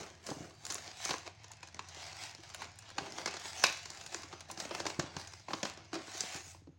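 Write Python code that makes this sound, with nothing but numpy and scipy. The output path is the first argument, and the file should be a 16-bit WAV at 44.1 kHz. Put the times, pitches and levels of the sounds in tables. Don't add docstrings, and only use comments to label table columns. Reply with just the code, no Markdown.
import sys
import numpy as np
from scipy import signal
from scipy.fft import rfft, irfft
from scipy.io import wavfile
from scipy.ndimage import uniform_filter1d

SR = 44100
rng = np.random.default_rng(int(sys.argv[2]) if len(sys.argv) > 2 else 0)


def int16_out(signal):
    q = np.round(np.clip(np.atleast_2d(signal).T, -1, 1) * 32767)
    wavfile.write(sys.argv[1], SR, q.astype(np.int16))


N = 299230
T = np.arange(N) / SR
SNAP_S = 3.640
USUAL_SCRAPE_DB = -54.5


def from_db(db):
    return 10 ** (np.asarray(db) / 20)


def rms_one(x):
    return x / np.sqrt(np.mean(x ** 2) + 1e-20)


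def steady(x):
    return x / np.sqrt(uniform_filter1d(x * x, size=2205) + 1e-12)


def gain_at(points, hz):
    table_hz, db = np.transpose(points)
    return from_db(np.interp(np.log(hz + 1), np.log(table_hz), db))


def colour(x, points):
    size = 4096
    log_gain = np.log(gain_at(points, np.fft.rfftfreq(size, 1 / SR)))
    cepstrum = irfft(log_gain)
    cepstrum[1:size // 2] *= 2
    cepstrum[size // 2 + 1:] = 0
    response = irfft(np.exp(rfft(cepstrum)))
    return signal.fftconvolve(x, response)[:len(x)]


def band(x, low_hz, high_hz, order=3):
    edges_hz = [low_hz, min(high_hz, .45 * SR)]
    return signal.sosfilt(signal.butter(order, edges_hz, "band", fs=SR, output="sos"), x)


def resonate(x, modes):
    out = 0
    for hz, width_hz, db in modes:
        radius = np.exp(-np.pi * width_hz / SR)
        zeros = np.array([1, 0, -1]) * (1 - radius * radius) / 2
        poles = [1, -2 * radius * np.cos(2 * np.pi * hz / SR), radius * radius]
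        out = out + from_db(db) * signal.lfilter(zeros, poles, x)
    return out


def drift(rate_hz):
    knots = rng.standard_normal(8000)
    return rms_one(np.interp(T * rate_hz, np.arange(len(knots)), knots))


# (frequency [Hz], relative level [dB per Hz])
AIR_SPECTRUM = [(20, -9.5), (45, -12.5), (65, 1.5), (88, 1), (150, 4), (200, -5.5), (280, -16.5),
                (900, -20), (4000, -28), (5900, -32), (6500, -22), (7400, -40.5), (16000, -57.5)]
AIR_DB = -67.5
# (frequency [Hz], median level [dB rms])
HUM_TONES = [(87, -66), (104, -69.5), (148, -75)]


def background():
    hum = 0
    for hz, db in HUM_TONES:
        level = from_db(db + 2.7 * drift(7)) * np.sqrt(2)
        hum = hum + level * np.sin(2 * np.pi * hz * T + 0.7 * drift(14))
    return hum + from_db(AIR_DB) * rms_one(colour(rng.standard_normal(N), AIR_SPECTRUM))


# (time of full speed [s], scrape [dB], rise [s], hold [s], release [s],
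#  pressure on the panels [dB], bite of the edge [dB])
STROKE_ROWS = [(0.0, -69, .1, 6.45, .1, -4, -4.5), (0.0, -51.5, .05, 0.0079, 0.21, 5, 4.5),
               (0.272, -55.5, .08, .03, 0.27, 5.5, 13), (0.405, -61.5, 0.12, 0.054, 0.12, 8, 9),
               (0.706, -53, 0.17, .03, 0.27, 2.5, 12), (0.873, -52.5, 0.22, 0.014, 0.18, -0.5, -8),
               (1.04, -45, 0.14, 0.067, 0.19, -4.5, 4), (1.266, -55, 0.038, 0.0084, 0.067, 3.5, -8),
               (1.41, -64, 0.1, 0.11, 0.45, -1, -3), (1.628, -62, 0.018, 0.052, 0.045, -6, -4),
               (1.76, -65, 0.044, .01, .15, 6, -10), (2.01, -50.5, 0.32, 0.058, 0.4, -1.5, -0.5),
               (2.211, -48.5, 0.096, 0.041, 0.16, -3, 2), (2.453, -59, 0.16, 0.11, 0.15, -1, 2),
               (2.606, -53, 0.075, 0.026, 0.17, 2, 0), (2.875, -58, 0.26, 0.03, .2, -1.5, -4),
               (2.981, -55, 0.037, 0.067, 0.44, 5.5, 2), (3.194, -49.5, 0.16, .01, 0.16, 3, 2),
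               (3.275, -49.5, 0.037, 0.056, 0.36, -1, -7), (3.463, -48.5, 0.12, .02, 0.1, -1.5, 7),
               (3.579, -47.5, 0.17, 0.046, 0.16, -1, 5.5), (3.658, -44, .02, .02, 0.37, -9, -3),
               (3.944, -57, 0.25, 0.08, 0.31, 1.5, 7), (4.131, -51.5, 0.09, 0.011, 0.33, 1.5, 6),
               (4.315, -60, 0.033, 0.011, 0.47, 4, 0), (4.492, -59.5, 0.017, 0.028, 0.092, 6.5, 10),
               (4.595, -51.5, .06, 0.039, 0.12, 3, 8), (4.748, -50.5, 0.17, 0.053, 0.13, 4.5, 3.5),
               (4.866, -50, 0.057, .01, 0.26, 3, 3.5), (4.997, -51, 0.015, 0.0079, 0.29, 4.5, -7),
               (5.19, -52, .1, .01, 0.22, 1, 3), (5.326, -61.5, 0.12, 0.035, 0.28, -4, 7),
               (5.497, -55.5, 0.036, 0.1, 0.18, 2, 5), (5.657, -47.5, 0.056, .01, 0.14, 2, -1),
               (5.778, -61.5, 0.045, 0.016, 0.26, 4.5, -9), (5.933, -52, 0.017, 0.031, 0.2, 5, -4),
               (6.152, -48.5, 0.25, 0.22, 0.1, -2.5, 4), (6.469, -60, 0.3, 0.041, 0.14, -3.5, 17.5)]
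STROKE_FADE_DB = 23.5
PANEL_DB, RUB_DB, HISS_DB = -1.5, -9, -13
RUB_DB_PER_PRESSURE_DB = 2.31
HISS_DB_PER_SCRAPE_DB = 0.36


def stroke_gains():
    power = np.zeros((4, N))
    for s, db, rise_s, hold_s, release_s, pressure_db, bite_db in STROKE_ROWS:
        before = np.maximum(s - T, 0) / max(rise_s, .005)
        after = np.maximum(T - s - hold_s, 0) / max(release_s, .005)
        away = before + after
        heard = away < 4
        rub_db = RUB_DB + RUB_DB_PER_PRESSURE_DB * pressure_db
        layers_db = np.array([0, PANEL_DB + pressure_db, rub_db, HISS_DB + bite_db])
        power[:, heard] += from_db(db + layers_db[:, None] - STROKE_FADE_DB * away[heard]) ** 2
    scrape_re_usual = (power[0] + 1e-12) / from_db(USUAL_SCRAPE_DB) ** 2
    power[3] *= scrape_re_usual ** HISS_DB_PER_SCRAPE_DB
    return np.sqrt(power)


def friction(per_s, spread_db, clump_db, smooth):
    sizes = from_db(spread_db * np.minimum(rng.exponential(1, N), 4)) * rng.choice([-1, 1], N)
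    slips = rms_one(sizes * (rng.random(N) < per_s / SR))
    return (slips + smooth * rng.standard_normal(N)) * from_db(clump_db * drift(220))


def flexing(x, count=40, relative_width=0.034, depth=0.71, rate_hz=20):
    out = x.copy()
    for hz in np.geomspace(300, 8000, count) * np.exp(0.032 * rng.standard_normal(count)):
        out += depth * drift(rate_hz) * resonate(x, [(hz, relative_width * hz, 0)])
    return out


# (frequency [Hz], width [Hz], level [dB])
SLEEVE_MODES = [(170, 48, -1.5), (357, 93, 8), (720, 250, 3.5), (1015, 420, 4), (1550, 340, 0.5),
                (2530, 450, -27.5), (4180, 340, -14.5), (6000, 2200, -9.5)]


def sleeve(x, stir_db=0.0):
    return x + from_db(stir_db) * resonate(x, SLEEVE_MODES)


# (frequency [Hz], relative level [dB per Hz])
SCRAPE_SPECTRUM = [(88, -29), (150, -18), (169, -3), (222, -3.5), (334, -6.5), (475, -6), (730, 5),
                   (1100, -5), (2140, -1), (3350, -3.5), (4760, -2.5), (6510, -6.5), (12900, -31.5),
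                   (15100, -28.5), (16000, -19)]


def sliding(gains):
    scrape, panel, rub, hiss = gains
    drag = friction(per_s=5000, spread_db=3.0, clump_db=1.0, smooth=1.0)
    crinkle = from_db(-6.5) * friction(per_s=170, spread_db=3.0, clump_db=1.0, smooth=0)
    edge = colour(drag + crinkle, SCRAPE_SPECTRUM)
    card = flexing(sleeve(edge, stir_db=-5.5))
    return (from_db(-0.35) * scrape * steady(band(card, 1920, 6820))
            + panel * steady(band(card, 537, 1390))
            + rub * steady(band(card, 130, 600))
            + hiss * steady(band(card, 6960, 22000, order=5)))


# (time [s], peak level before BUMP_GAIN_DB [dB])
BUMP_ROWS = [(0.008, -48), (0.313, -37.5), (0.369, -44), (0.406, -41.5), (0.423, -45), (1.106, -40),
             (3.020, -43.5), (4.335, -51), (4.991, -29), (5.04, -42), (5.166, -38.5), (5.56, -52),
             (6.352, -44), (6.47, -55.5), (6.62, -55.5), (6.691, -47.5)]
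BUMP_GAIN_DB = 3.5
# (frequency [Hz], width [Hz], level [dB])
BUMP_RESONANCES = [(93, 27, 3), (147, 51, 11.5), (276, 42, 9)]


def bumps():
    s, db = np.transpose(BUMP_ROWS)
    pushes = np.zeros(N)
    pushes[(s * SR).astype(int)] = from_db(db)
    thud = band(resonate(signal.unit_impulse(SR // 4), BUMP_RESONANCES), 71, 420, order=2)
    return signal.fftconvolve(pushes, from_db(BUMP_GAIN_DB) * thud / np.abs(thud).max())[:N]


SMALL_END_S = 6.5
SMALL_DB, SMALL_SPREAD_DB = -54, 1.5
SMALL_DB_PER_SCRAPE_DB = .95
SMALL_HARDNESS_DB_PER_OCTAVE, SMALL_CRUSH_MS = 1.0, .7


def small_catches(scrape, count=130, hardness_spread=2.0, hollow_spread_db=4):
    s = (np.arange(count) + rng.random(count)) / count * SMALL_END_S
    strength, hard, hollow, crush = rng.standard_normal((count, 4)).T
    effort_db = 20 * np.log10(np.interp(s, T, scrape) + 1e-9) - USUAL_SCRAPE_DB
    level_db = SMALL_DB + SMALL_DB_PER_SCRAPE_DB * effort_db + SMALL_SPREAD_DB * strength
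    hardness = SMALL_HARDNESS_DB_PER_OCTAVE + hardness_spread * hard
    crush_ms = SMALL_CRUSH_MS * np.exp(.5 * crush)
    return np.transpose([s, level_db, hardness, hollow_spread_db * hollow, crush_ms])


# (low edge [Hz], high edge [Hz], share before tilt and normalising [dB],
#  part taken in the hollowness [ratio], slowness [ratio to crush time])
CATCH_BANDS = [(126.7, 489, -13.5, 0, 1.75), (487, 1220, -8.5, 1.0, 0.8), (1356, 4290, -4.5, 0.61, 1.37),
               (4300, 9000, -4.5, 0, 1.12), (8080, 36000, -17, 0.26, 0.67)]


def part_shares(hardness, hollow_db):
    low_hz, high_hz, share_db, hollow_part, _ = np.transpose(CATCH_BANDS)
    octaves = np.log2(np.sqrt(low_hz * high_hz))
    tilt_db = np.outer(octaves, hardness)
    gains = from_db(share_db[:, None] + tilt_db + np.outer(hollow_part, hollow_db))
    return gains / np.linalg.norm(gains, axis=0)


def spot(burst, low_hz, high_hz, relative_width=0.16, ring_db=1.5):
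    hz = low_hz * (min(high_hz, 14000) / low_hz) ** rng.uniform(0.2, 0.865)
    return burst + resonate(burst, [(hz, relative_width * hz, ring_db)])


# (time [s], level over 10 ms [dB], hardness [dB per octave],
#  hollowness before each part's ratio [dB], crush time before each part's slowness [ms])
CATCH_ROWS = [(0.2648, -44, 4.5, 0, 3.4), (0.2869, -39.5, -5.5, 0, 2.3), (0.3023, -46, 2, -3, 1.3),
              (0.3123, -40, -9, 15, 2.8), (0.5071, -56, -4, 2, .5), (0.6513, -43, 5, -1, 1.3),
              (0.6657, -43.5, 4.5, 1, 0.37), (0.7003, -36.5, 1, -7, 4.5), (0.7222, -41, 8.5, 14, 1),
              (0.7441, -40, 15, 0, 0.54), (0.7532, -43, -0.5, -6, .74), (0.7802, -47, 0, 2, 2.1),
              (1.0507, -35, 5, -11, 1.4), (1.0906, -36.5, -1.5, 0, 3.6), (1.1066, -32.5, 0, 6, 3.1),
              (1.1388, -37, -3, 7.5, 1.5), (1.2617, -48.5, -1.5, 4, 4.4), (1.2759, -45, -1, 8, 0.85),
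              (1.4422, -52, 0, -4, 1.6), (1.501, -54, -5, 28, 7.9), (1.516, -49.5, 6, 3, 1.6),
              (1.6291, -46.5, 0, 7, 2), (1.6722, -55, 2, 0, 1.9), (1.7449, -49.5, 0, -5, 0.68),
              (1.7919, -39.5, -1, 9.5, 1.2), (1.8857, -51.5, 3, -6, 1.4), (2.2367, -46, 2, -1, 0.5),
              (2.3488, -50, 0.5, -6, 0.54), (2.382, -54.5, -5, -10, 1.8), (2.4335, -53, 2, 8, 2.3),
              (2.5, -53.5, 1, 1, 1), (2.5457, -42.5, 6.5, 22, 1.1), (2.6173, -40.5, 2, 20, 4.6),
              (2.7878, -50, 7.5, 6, 1.4), (2.902, -52, 2.5, 9, 1.2), (2.9807, -34.5, 0, 12, 2.8),
              (2.9845, -35.5, -3, 5, 0.57), (3.0598, -45, -2.5, 4, 5.2), (3.122, -47.5, 0.5, -11.5, 0.48),
              (3.183, -40.5, -1.5, 2.5, 1.1), (3.2581, -33, 0, 0, 1.4), (3.2739, -36.5, -1, 3, 3.1),
              (3.3386, -42.5, -1.5, 0, 2.4), (3.3662, -44.5, 0, 2, 2.6), (3.638, -21.5, 1, 4.5, 1.6),
              (3.6651, -35, 1.5, -9, 1.7), (3.8556, -45, 0.5, -3, 1.1), (3.9028, -45, 2.5, -16, .4),
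              (4.0112, -48.5, 1.5, 4, 1.2), (4.062, -45.5, 3, 1, 1.4), (4.1448, -36.5, -0.5, -6.5, 1),
              (4.232, -47, -1.5, -1, 1.9), (4.3264, -45.5, -2.5, 3, 2.8), (4.4053, -48.5, 4, 9, 2.2),
              (4.498, -44, -1, 19, 2.9), (4.512, -44.5, 8.5, 2, 2.1), (4.5738, -44.5, -2, -6, 1.6),
              (4.5999, -39, 2, 0, 2), (4.651, -42.5, -2, -1, 1.2), (4.7075, -38, -4, 3, 3.7),
              (4.749, -39.5, -0.5, 6, 0.93), (4.8013, -37.5, -2, -3.5, 1.2), (4.853, -38, -3, 4, 1.7),
              (4.8648, -34, -1.5, -3, 1.5), (4.9004, -42.5, -0.5, 2, 0.88), (4.9943, -32, -1.5, -2.5, 1.9),
              (5.1655, -39.5, -1.5, 1, 1.5), (5.273, -49.5, 4, 0, 0.9), (5.3353, -50, 0, -3, 0.9),
              (5.4824, -41, -5, 7.5, 2.1), (5.5058, -40.5, -5, 10, 1.9), (5.5328, -33, -3, 3.5, 1.8),
              (5.6296, -33, -2, -3.5, 1.6), (5.6511, -37.5, -2, 3, 1.6), (5.6979, -47.5, 1.5, 1, .64),
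              (5.773, -52.5, -2, -6, 1.2), (5.93, -37, -4.5, -4, 1.8), (5.9404, -42.5, 0.5, 1, 2.7),
              (5.9523, -38, -4, -4.5, 3.2), (6.079, -49.5, -3.5, 0, 1.4), (6.206, -32.5, 2.5, -19, 0.87),
              (6.235, -44.5, -3, -4, 0.66), (6.3568, -45, -2.5, 0.5, 6), (6.546, -55, -4.5, 8.5, 2.5),
              (6.6708, -50.5, -8, -8.5, 2)]
# (frequency [Hz], relative level [dB per Hz])
CRACK_SPECTRUM = [(100, 2.5), (300, 9), (950, 5.5), (1400, 3.5), (1950, -2.5), (2500, 1), (3300, -1),
                  (4300, 5.5), (6800, 5.5), (8200, -9), (10000, -13.5), (12500, -28), (16000, -16.5)]


def catches(rows, after_db=-24, after_s=0.021, spike_db=2.0, release_power=1.05):
    size = 4096
    t = T[:size]
    s, level_db, hardness, hollow_db, crush_ms = np.transpose(rows)
    fibres = rng.standard_normal((len(s), 2, size))
    slips = fibres[:, 0] * from_db(spike_db * np.clip(fibres[:, 1], -2, 2))
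    body = sleeve(colour(signal.unit_impulse(size // 2), CRACK_SPECTRUM))
    flutter = from_db(after_db) * np.exp(-t / after_s)
    to_10_ms = np.sqrt(SR / 100 / size)
    out = np.zeros(N + size)
    for (low_hz, high_hz, _, _, slowness), share in zip(CATCH_BANDS, part_shares(hardness, hollow_db)):
        age = t / (np.maximum(crush_ms, .2)[:, None] * slowness / 1000)
        grip = (1 - np.exp(-3 * age)) * (np.exp(-(age / 2) ** release_power) + flutter)
        response = band(body, low_hz, high_hz, order=4)
        bursts = signal.fftconvolve(slips * grip, response[None], axes=1)[:, :size]
        for start_s, gain, burst in zip(s, from_db(level_db) * share, bursts):
            at = int(start_s * SR)
            out[at:at + size] += gain * rms_one(spot(burst, low_hz, high_hz)) * to_10_ms
    return out[:N]


SHIVER_DB, SHIVER_T60_S = -35, 0.31
# (frequency [Hz], width [Hz], level [dB re SHIVER_DB], share of the ring time [ratio])
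TRAY_MODES = [(700, 240, -9.5, 1), (1068, 39, -9, 0.81), (2280, 40, 2, 0.45), (2550, 120, 4.5, 0.69),
              (2960, 90, -21.5, .8), (3870, 170, -1, 1.1), (4820, 67, -3, 0.64), (6050, 650, -3, 0.55)]


def tray():
    age_s = T - SNAP_S
    out = 0
    for hz, width_hz, db, share in TRAY_MODES:
        decay_db = -60 * np.abs(age_s) / (share * SHIVER_T60_S)
        dying = (age_s > 0) * from_db(SHIVER_DB + db + decay_db)
        out = out + dying * steady(resonate(rng.standard_normal(N), [(hz, width_hz, 0)]))
    return out


def room(x, t60_s=0.41, treble_t60_s=0.099, wet_db=-11, treble_wet_db=-14):
    t = T[:SR // 2]
    walls = rng.standard_normal(len(t)) * np.clip((t - .004) / 0.0071, 0, 1)
    low, high = [rms_one(walls * from_db(-60 * t / decay_s)) / np.sqrt(len(t))
                 for decay_s in (t60_s, treble_t60_s)]
    echo = from_db(wet_db) * band(low, 85, 5200, order=2)
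    echo = echo + from_db(treble_wet_db) * band(high, 4000, 9000, order=2)
    return x + signal.fftconvolve(x, echo)[:N]


# (frequency [Hz], side re mid [dB])
SIDE_SPECTRUM = [(20, -60), (100, -71), (3000, -67.5), (4100, -50), (4800, -63), (8000, -44), (16000, -15)]


def stereo(x, snap_lean=.55, snap_scatter_db=-2, snap_width_s=0.018, split_hz=5000):
    size = 128
    hz = np.fft.rfftfreq(N, 1 / SR)
    scatter = rms_one(rng.standard_normal(size) * np.linspace(1, 0, size)) / np.sqrt(size)
    scattered = signal.fftconvolve(x, scatter)[:N]
    side = irfft(rfft(scattered) * gain_at(SIDE_SPECTRUM, hz), N)
    treble = np.clip((hz - split_hz) / 2000, 0, 1)
    apart = irfft(rfft(snap_lean * x + from_db(snap_scatter_db) * scattered) * treble, N)
    side -= apart * np.exp(-((T - SNAP_S) / snap_width_s) ** 2)
    return np.array([x + side, x - side])


def scene():
    gains = stroke_gains()
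    all_catches = np.vstack([CATCH_ROWS, small_catches(gains[0])])
    handling = sliding(gains) + bumps() + catches(all_catches) + tray()
    return stereo(room(handling) + background())


def record(dry):
    return signal.sosfilt(signal.ellip(10, .2, 70, 16000, fs=SR, output="sos"), dry)


dry = scene()
out = record(dry)
int16_out(out)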